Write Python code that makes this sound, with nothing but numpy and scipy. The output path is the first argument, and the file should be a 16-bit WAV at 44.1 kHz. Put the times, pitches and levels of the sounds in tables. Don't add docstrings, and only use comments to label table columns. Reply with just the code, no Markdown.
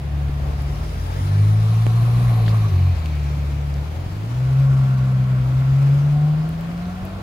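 import sys
import numpy as np
from scipy import signal
from scipy.fft import rfft, irfft
from scipy.io import wavfile
from scipy.ndimage import uniform_filter1d

SR = 44100
rng = np.random.default_rng(int(sys.argv[2]) if len(sys.argv) > 2 else 0)


def unload_wav(signal):
    wavfile.write(
        sys.argv[1],
        SR,
        np.round(np.clip(np.atleast_2d(signal).T, -1, 1) * 32767).astype(np.int16),
    )


def voltage_ratio(decibels):
    exponent = np.asarray(decibels, float) / 20
    return 10 ** exponent


N = 318402


def evened(x):
    return x / np.sqrt(np.mean(x ** 2) + 1e-20)


def levelled(x, lo_hz, hi_hz):
    sos = signal.butter(N=4, Wn=[lo_hz, hi_hz], btype="band", fs=SR, output="sos")
    return x / signal.sosfilt(sos, x).std()


def columns(rows):
    s, *values = np.transpose(rows)
    return [np.interp(np.arange(N) / SR, s, v) for v in values]


def read(points, hz):
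    f, value = np.transpose(points)
    return np.interp(np.log(hz + 1), np.log(f + 1), value)


def bumps(rows):
    t = np.arange(N) / SR
    return sum(db * np.exp(-abs((t - s) / half) ** 3) for s, half, db in rows)


def wander(hz):
    b, a = signal.butter(N=2, Wn=2 * hz / SR)
    return evened(signal.lfilter(b, a, rng.standard_normal(N)))


def resonate(x, hz, width_hz):
    turn = np.exp(2j * np.pi * np.cumsum(hz * np.ones(N)) / SR)
    r = np.exp(-np.pi * width_hz / SR)
    smooth = signal.lfilter([(1 - r) ** 2], [1, -2 * r, r * r], x / turn)
    return 2 * (turn * smooth).real


def coloured(colour, same, patchy_db):
    frames, hz = N // 512 + 5, np.fft.rfftfreq(2048, 1 / SR)
    a, b, c, d, patches = rng.standard_normal((frames, 1025, 5)).T
    patches = uniform_filter1d(patches, size=24, axis=0)
    patches = evened(uniform_filter1d(patches, size=7, axis=1))
    like = np.clip(read(same, hz), -1, 1)[:, None]
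    left, other = a + 1j * b, c + 1j * d
    z = np.array([left, like * left + np.sqrt(1 - like ** 2) * other])
    z *= voltage_ratio(read(colour, hz)[:, None] + patchy_db * patches)
    return signal.istft(z, nperseg=2048, noverlap=1536)[1][:, :N]


# (time [s], beat of one exhaust bank pair [Hz])
SPEED = [(.72, 35.54), (.84, 38.5), (1.45, 52.33), (2.24, 60.37), (2.38, 56.4), (2.65, 53.5), (2.75, 44.94),
         (2.88, 45.3), (3.0, 39.9), (3.22, 36.17), (3.8, 35.5), (4.1, 46.33), (4.36, 62.46), (4.62, 67.8),
         (5.04, 64.7), (5.46, 63.87), (6.3, 75.3), (7.22, 97.7)]
# (time [s], firing tone level [dB])
FIRING = [(0, -31), (.14, -22.5), (.7, -24.5), (1.12, -27.5), (1.4, -13), (1.7, -15.5), (2.9, -15),
          (3.0, -22), (3.8, -24.5), (4.15, -28), (4.62, -14), (5.04, -17), (5.46, -17.5), (5.88, -14),
          (6.25, -15.5), (6.58, -25.5), (6.9, -29), (7.22, -38)]


def engine():
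    beat_hz, firing_db = columns(SPEED)[0], columns(FIRING)[0]
    swung = np.interp(np.arange(N) / SR, [2.9, 4.3], [0, 1])
    turns = np.cumsum(beat_hz * (1 + 0.0038 * wander(14.5))) / SR
    return beat_hz, turns, firing_db, swung


# (time [s], half length [s], level [dB])
STUMBLES = [
    (.31, .02, -4),
    (.76, 0.035, -11),
    (.9, 0.054, -7),
    (2.695, 0.024, -6),
    (2.96, 0.012, -11),
    (3.85, .03, -3),
    (4.09, 0.023, -3),
]
# (time [s], half length [s], level on multiple 3 [dB])
STRAIN = [
    (5.02, 0.45, 17.5),
]
# (frequency [Hz], full-throttle level [dB])
FIRST = [(36, -60), (44, -45), (55, -44), (65, -35), (72, -40), (90, -34), (96, -24)]
THIRD = [(108, -33), (135, -26.5), (152, -27.5), (168, -32), (182, -36), (196, -46), (240, -46.5),
         (290, -51)]
FOURTH = [(143, -24), (152, -29.5), (164, -38.5), (182, -41), (200, -44), (225, -52), (260, -54.5),
          (380, -54.5)]
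FULL_DB = -16


def exhaust_hum(beat_hz, turns, firing_db, swung):
    open_db = 0.5 * (firing_db - FULL_DB)
    levels_db = [read(FIRST, beat_hz) + open_db,
                 firing_db + bumps(STUMBLES),
                 read(THIRD, 3 * beat_hz) + open_db + bumps(STRAIN) - 6 * swung,
                 read(FOURTH, 4 * beat_hz) + open_db]
    lumps_db = (3.5, 0.59, 1.4, 1.2)
    hum = 0
    for k, (db, lump_db) in enumerate(zip(levels_db, lumps_db), start=1):
        hum = hum + np.sqrt(2) * voltage_ratio(db + lump_db * wander(12.4)) * np.cos(2 * np.pi * k * turns)
    crank = sum(np.cos(2 * np.pi * (k / 3 * turns + rng.random())) * wander(4.2)
                for k in (2, 2.9, 7.3, 24, 10, 11))
    return hum + voltage_ratio(levels_db[1] - 32.5) * crank


def exhaust_puffs(turns):
    return (.3 + np.exp(-(2 * turns % 1) / .25)) * rng.standard_normal(N)


# (time [s], rasp level [dB])
RASP = [(0, -50.5), (.75, -45.5), (1, -60), (1.35, -49), (1.7, -42.5), (2.4, -38.5), (2.75, -45.5),
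        (3.1, -47), (3.4, -61), (4.2, -56), (4.45, -46), (4.75, -42), (5.4, -45.5), (5.7, -45.5),
        (6.05, -48), (6.5, -46.5), (7.22, -42.5)]


def pipe_rasp(beat_hz, late, puffs, swung):
    pipe_hz, width_hz = 732 + (706 - 732) * swung, 90
    uneven = voltage_ratio(2.6 * wander(25))
    pulses = sum(np.roll(uneven, k * SR // 4) * np.cos(2 * np.pi * (k * late + rng.random()))
                 for k in range(5, 30))
    clear = np.clip(np.interp(beat_hz, (65, 73), [.2, .25]), 0, 1)
    gas = clear * evened(pulses) + (1 - clear) * evened(puffs)
    pipe = evened(resonate(gas, pipe_hz, width_hz))
    pipe += voltage_ratio(-2.5) * clear * evened(resonate(gas, pipe_hz / 2, width_hz / 2))
    pipe += voltage_ratio(-5) * swung * evened(resonate(puffs, 615, width_hz))
    return voltage_ratio(columns(RASP)[0] - 0.95) * pipe


# (ring [Hz], width [Hz])
TIPS = [(1085, 180), (1330, 300)]
# (time [s], half length [s], level [dB])
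CRACKLES = [
    (2.548, .015, 9),
    (2.66, .04, 7),
]


def tip_hiss(puffs, firing_db, swung):
    shut = np.clip((FULL_DB - firing_db) / 10, 0, 1)
    warm = np.interp(np.arange(N) / SR, [2.3, 2.6, 3, 4.2], [1, 1.045, .98, 1.025])
    flow_db = columns(RASP)[0] + bumps(CRACKLES) - 4.5 * shut
    before_db, after_db = (1.5, -14), (2.7, 2.5)
    tips = 0
    for (hz, width_hz), near, far in zip(TIPS, before_db, after_db):
        db = flow_db + near + (far - near) * swung
        tips = tips + voltage_ratio(db) * evened(resonate(puffs, hz * warm, width_hz))
    return tips


# (time [s], half length [s], level over howl base [dB])
HOWLS = [
    (6.1, .19, 22),
    (6.24, .2, 29),
    (6.22, .12, 21),
    (6.43, .08, 26),
    (6.83, .24, 28),
    (7.11, .17, 27.5),
]
HOWL_ORDERS = 9, 10, 5, 9, 8, 7


def howl(late):
    return sum(voltage_ratio(-67 + bumps([row]) + 1.8 * wander(16)) * np.cos(2 * np.pi * k * late)
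               for row, k in zip(HOWLS, HOWL_ORDERS))


def walls(x):
    t = np.arange(SR // 2) / SR
    taps = rng.choice([-1., 1.], (2, len(t))) * (rng.random((2, len(t))) < 2000 / SR)
    taps *= voltage_ratio(-60 * t / .5) * (t > .008)
    return signal.fftconvolve(x[None], taps / np.linalg.norm(taps[0]), axes=1)[:, :N]


def moving_car():
    beat_hz, turns, firing_db, swung = engine()
    hum = exhaust_hum(beat_hz, turns, firing_db, swung)
    late = turns + .012 * wander(14)
    puffs = exhaust_puffs(turns)
    pipe = pipe_rasp(beat_hz, late, puffs, swung) + howl(late)
    tips = tip_hiss(puffs, firing_db, swung)
    tips_heard = np.array([np.roll(tips, 7) * voltage_ratio(-3), tips])
    boom = hum + voltage_ratio(-27) * walls(hum)
    return boom + voltage_ratio(-3.0) * (pipe + tips_heard) + voltage_ratio(-10.5) * walls(pipe + tips)


# (frequency [Hz], density [dB per Hz])
STREET_COLOUR = [(15, -47), (25, -45), (64, -9), (87, -10.5), (153, -10), (195, -17), (256, -19),
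                 (463, -25.5), (575, -23), (1040, -30), (2480, -36.5), (8590, -51), (10100, -55.5),
                 (14800, -54), (16000, -58)]
# (frequency [Hz], left-right likeness [-1..1])
STREET_LIKENESS = [(40, 0.5), (130, 0.98), (290, 0.86), (640, 0.25), (1400, 0), (3000, 0.12), (15000, 0)]
# (time [s], half length [s], level [dB])
PASSERS = [
    (2.3, 0.41, 3),
    (6, 0.64, 1),
    (-4.5, 1, -4),
]


def street():
    wash = levelled(coloured(STREET_COLOUR, STREET_LIKENESS, patchy_db=1.02), 195.0, 610)
    return wash * voltage_ratio(-40.5 + bumps(PASSERS) + .5 * wander(12.7))


# (time [s], level [dB])
FAN = [(0, -61), (.27, -54), (.32, -53), (1.2, -46), (2.35, -48.5), (3, -49.5), (3.9, -53), (4.74, -49.5),
       (5.25, -54.5), (5.85, -50), (6.4, -56.5), (6.9, -53.5), (7.22, -59)]
# (frequency [Hz], density [dB per Hz])
FAN_COLOUR = [(530, -35), (900, 0), (1080, -18), (1260, 0.5), (1470, -12), (2170, -10.5), (3150, -13.5),
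              (4250, -17.5), (5610, -14), (8350, -22), (9310, -25), (11400, -23), (16000, -29.5)]


def fan_hiss():
    likeness = [(500, 1.0), (3000, 0.34), (8000, 0.11), (16000, .1)]
    hiss = levelled(coloured(FAN_COLOUR, likeness, patchy_db=1.5), 2380, 8900)
    return hiss * voltage_ratio(columns(FAN)[0] + 1.2 * wander(27))


# (frequency [Hz], density [dB per Hz])
ROAR_COLOUR = [(180, -27.5), (280, -2), (450, 1), (800, -2), (1400, -5), (2000, -16), (3200, -34)]
# (time [s], half length [s], level [dB])
ROAR_SWELLS = [
    (0, 0.13, -7),
    (.8, 0.52, 5),
    (1.17, 0.33, 10),
    (1.55, 0.18, 3.5),
    (2.3, .2, 9),
]


def roar():
    noise = evened(coloured(ROAR_COLOUR, [(300, 1.0), (3000, 1.0)], patchy_db=5.5))
    return voltage_ratio(-52 + bumps(ROAR_SWELLS)) * noise


# (ring [Hz], width [Hz], level [dB])
FAN_RINGS = [(2250, 460, -0.5), (4800, 1100, -2), (9820, 950, 0.5), (11500, 1500, -3.5)]
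# (time [s], half length [s], level [dB], ring stretch [ratio])
WHIRR = [
    (2.83, 1.1, 18.5, 1.06),
    (2.2, 1.5, 20.5, 0.82),
    (1.8, 1.15, 15.5, 1),
    (2.29, 0.75, 19.5, 1.01),
    (4, 1.1, 3, 1.02),
    (1.1, .75, 17, 1.07),
    (0.74, .4, 5.5, 1.055),
    (5.65, .3, 8, 1.225),
]


def whirr():
    air = rng.standard_normal((2, N)) + 2.3 * rng.standard_normal(N)
    out = np.zeros((2, N))
    for (hz, width_hz, db), (*swell, stretch) in zip(FAN_RINGS + FAN_RINGS, WHIRR):
        drift = stretch * (1 + 0.012 * wander(4))
        level_db = db - 69.5 + bumps([swell]) + 1.4 * wander(14)
        out += voltage_ratio(level_db) * evened(resonate(air, hz * drift, width_hz))
    return out


# (time [s], idle tone [Hz], level [dB])
IDLE = [
    (.29, 52.7, -34),
    (.9, 54.2, -27),
    (1.6, 45.6, -38),
    (2.4, 51.7, -33),
    (2.9, 54.9, -35),
    (3.3, 55.1, -45),
    (4.1, 46, -43.5),
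    (5.9, 45, -44.5),
    (6.4, 52.5, -40.5),
]


def idle_tone():
    hz, db = columns(IDLE)
    tone = np.cos(2 * np.pi * np.cumsum(hz * (1 + 0.0091 * wander(16.0))) / SR)
    started = np.arange(N) > IDLE[0][0] * SR
    return np.sqrt(2) * voltage_ratio(db + 1.7 * wander(23)) * tone * started


def waiting_car():
    air = fan_hiss() + roar() + whirr()
    air[1] = np.roll(air[1], 20)
    return idle_tone() + air * voltage_ratio([[1.1], [-1.1]])


# (time [s], right peak [dB], ring [Hz], left minus right [dB])
KNOCKS = [
    (.2952, -17, 200, -1),
    (.2953, -19, 45, 0),
    (1.8666, -2.5, 350.5, -18),
    (2.4803, -13.5, 1400, 1),
]
# (time [s], right peak [dB], ring [Hz], left minus right [dB])
GRIT = [(.6216, -25, 10440, -9), (3.0588, -24, 8000, -14), (3.0589, -37.5, 13000, -12),
        (3.0590, -24, 2730, -1), (3.0592, -25, 5002, -10), (3.7412, -26, 5435, -4),
        (6.4915, -21, 11500, -21.5), (6.4917, -32, 2782, -3), (6.61, -24.5, 13400, -11),
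        (6.6102, -39, 2818, 7.5), (6.7785, -30, 4800, -5), (6.8557, -31, 4487, -8), (6.895, -44, 12600, -7),
        (7.053, -19, 12400, -21), (2.4535, -36, 7080, 5), (2.4808, -23.5, 1592, 1), (2.481, -33, 7000, 1),
        (2.4812, -40, 12820, 1.5), (2.4935, -31, 9500, -6), (1.8663, -21, 2585, -14),
        (1.8664, -20.5, 7500, -12)]


def ticks(rows, cycles):
    out, t = np.zeros((2, N)), np.arange(2000) / SR
    for s, db, hz, left_db in rows:
        ring = -np.sin(2 * np.pi * hz * t) * np.exp(-(t * hz / cycles) ** 2)
        part = out[:, round(s * SR):][:, :len(t)]
        part += voltage_ratio(db + np.array([[left_db], [0]])) * ring
    return out


# (time [s], level [dB], centre [Hz])
SCUFF = [
    (2.455, -70, 3236),
    (2.464, -36, 3380),
    (2.475, -45.5, 3530),
    (2.485, -35.5, 3600),
    (2.497, -44.5, 4800),
    (2.515, -46, 4800),
    (2.53, -68, 4500),
]


def scuff():
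    db, hz = columns(SCUFF)
    grains = rng.standard_normal((2, N)) * voltage_ratio(1.6 * wander(412.5))
    n = np.arange(N)
    stroke = (n > SCUFF[0][0] * SR) & (n < SCUFF[-1][0] * SR)
    return voltage_ratio(db) * stroke * evened(resonate(grains, hz, 2120))


def scene():
    small = ticks(KNOCKS, cycles=0.3) + ticks(GRIT, cycles=1.7) + scuff()
    return moving_car() + street() + waiting_car() + small


def roll_off(x):
    return signal.sosfilt(signal.butter(12, 16540, fs=SR, output="sos"), x)


# (frequency [Hz], level [dB])
MICROPHONE = [(5000, 0), (5500, -3.5), (7600, -2), (8500, -4.5), (9300, -1.5), (15000, -0.5)]


def record(dry):
    hz = np.fft.rfftfreq(N, 1 / SR)
    colour = voltage_ratio(read(MICROPHONE, hz) + np.array([[.5], [-.5]])) * (hz < 15810)
    mix = irfft(rfft(dry) * colour, N)
    return roll_off(mix)


dry = scene()
out = record(dry)
unload_wav(out)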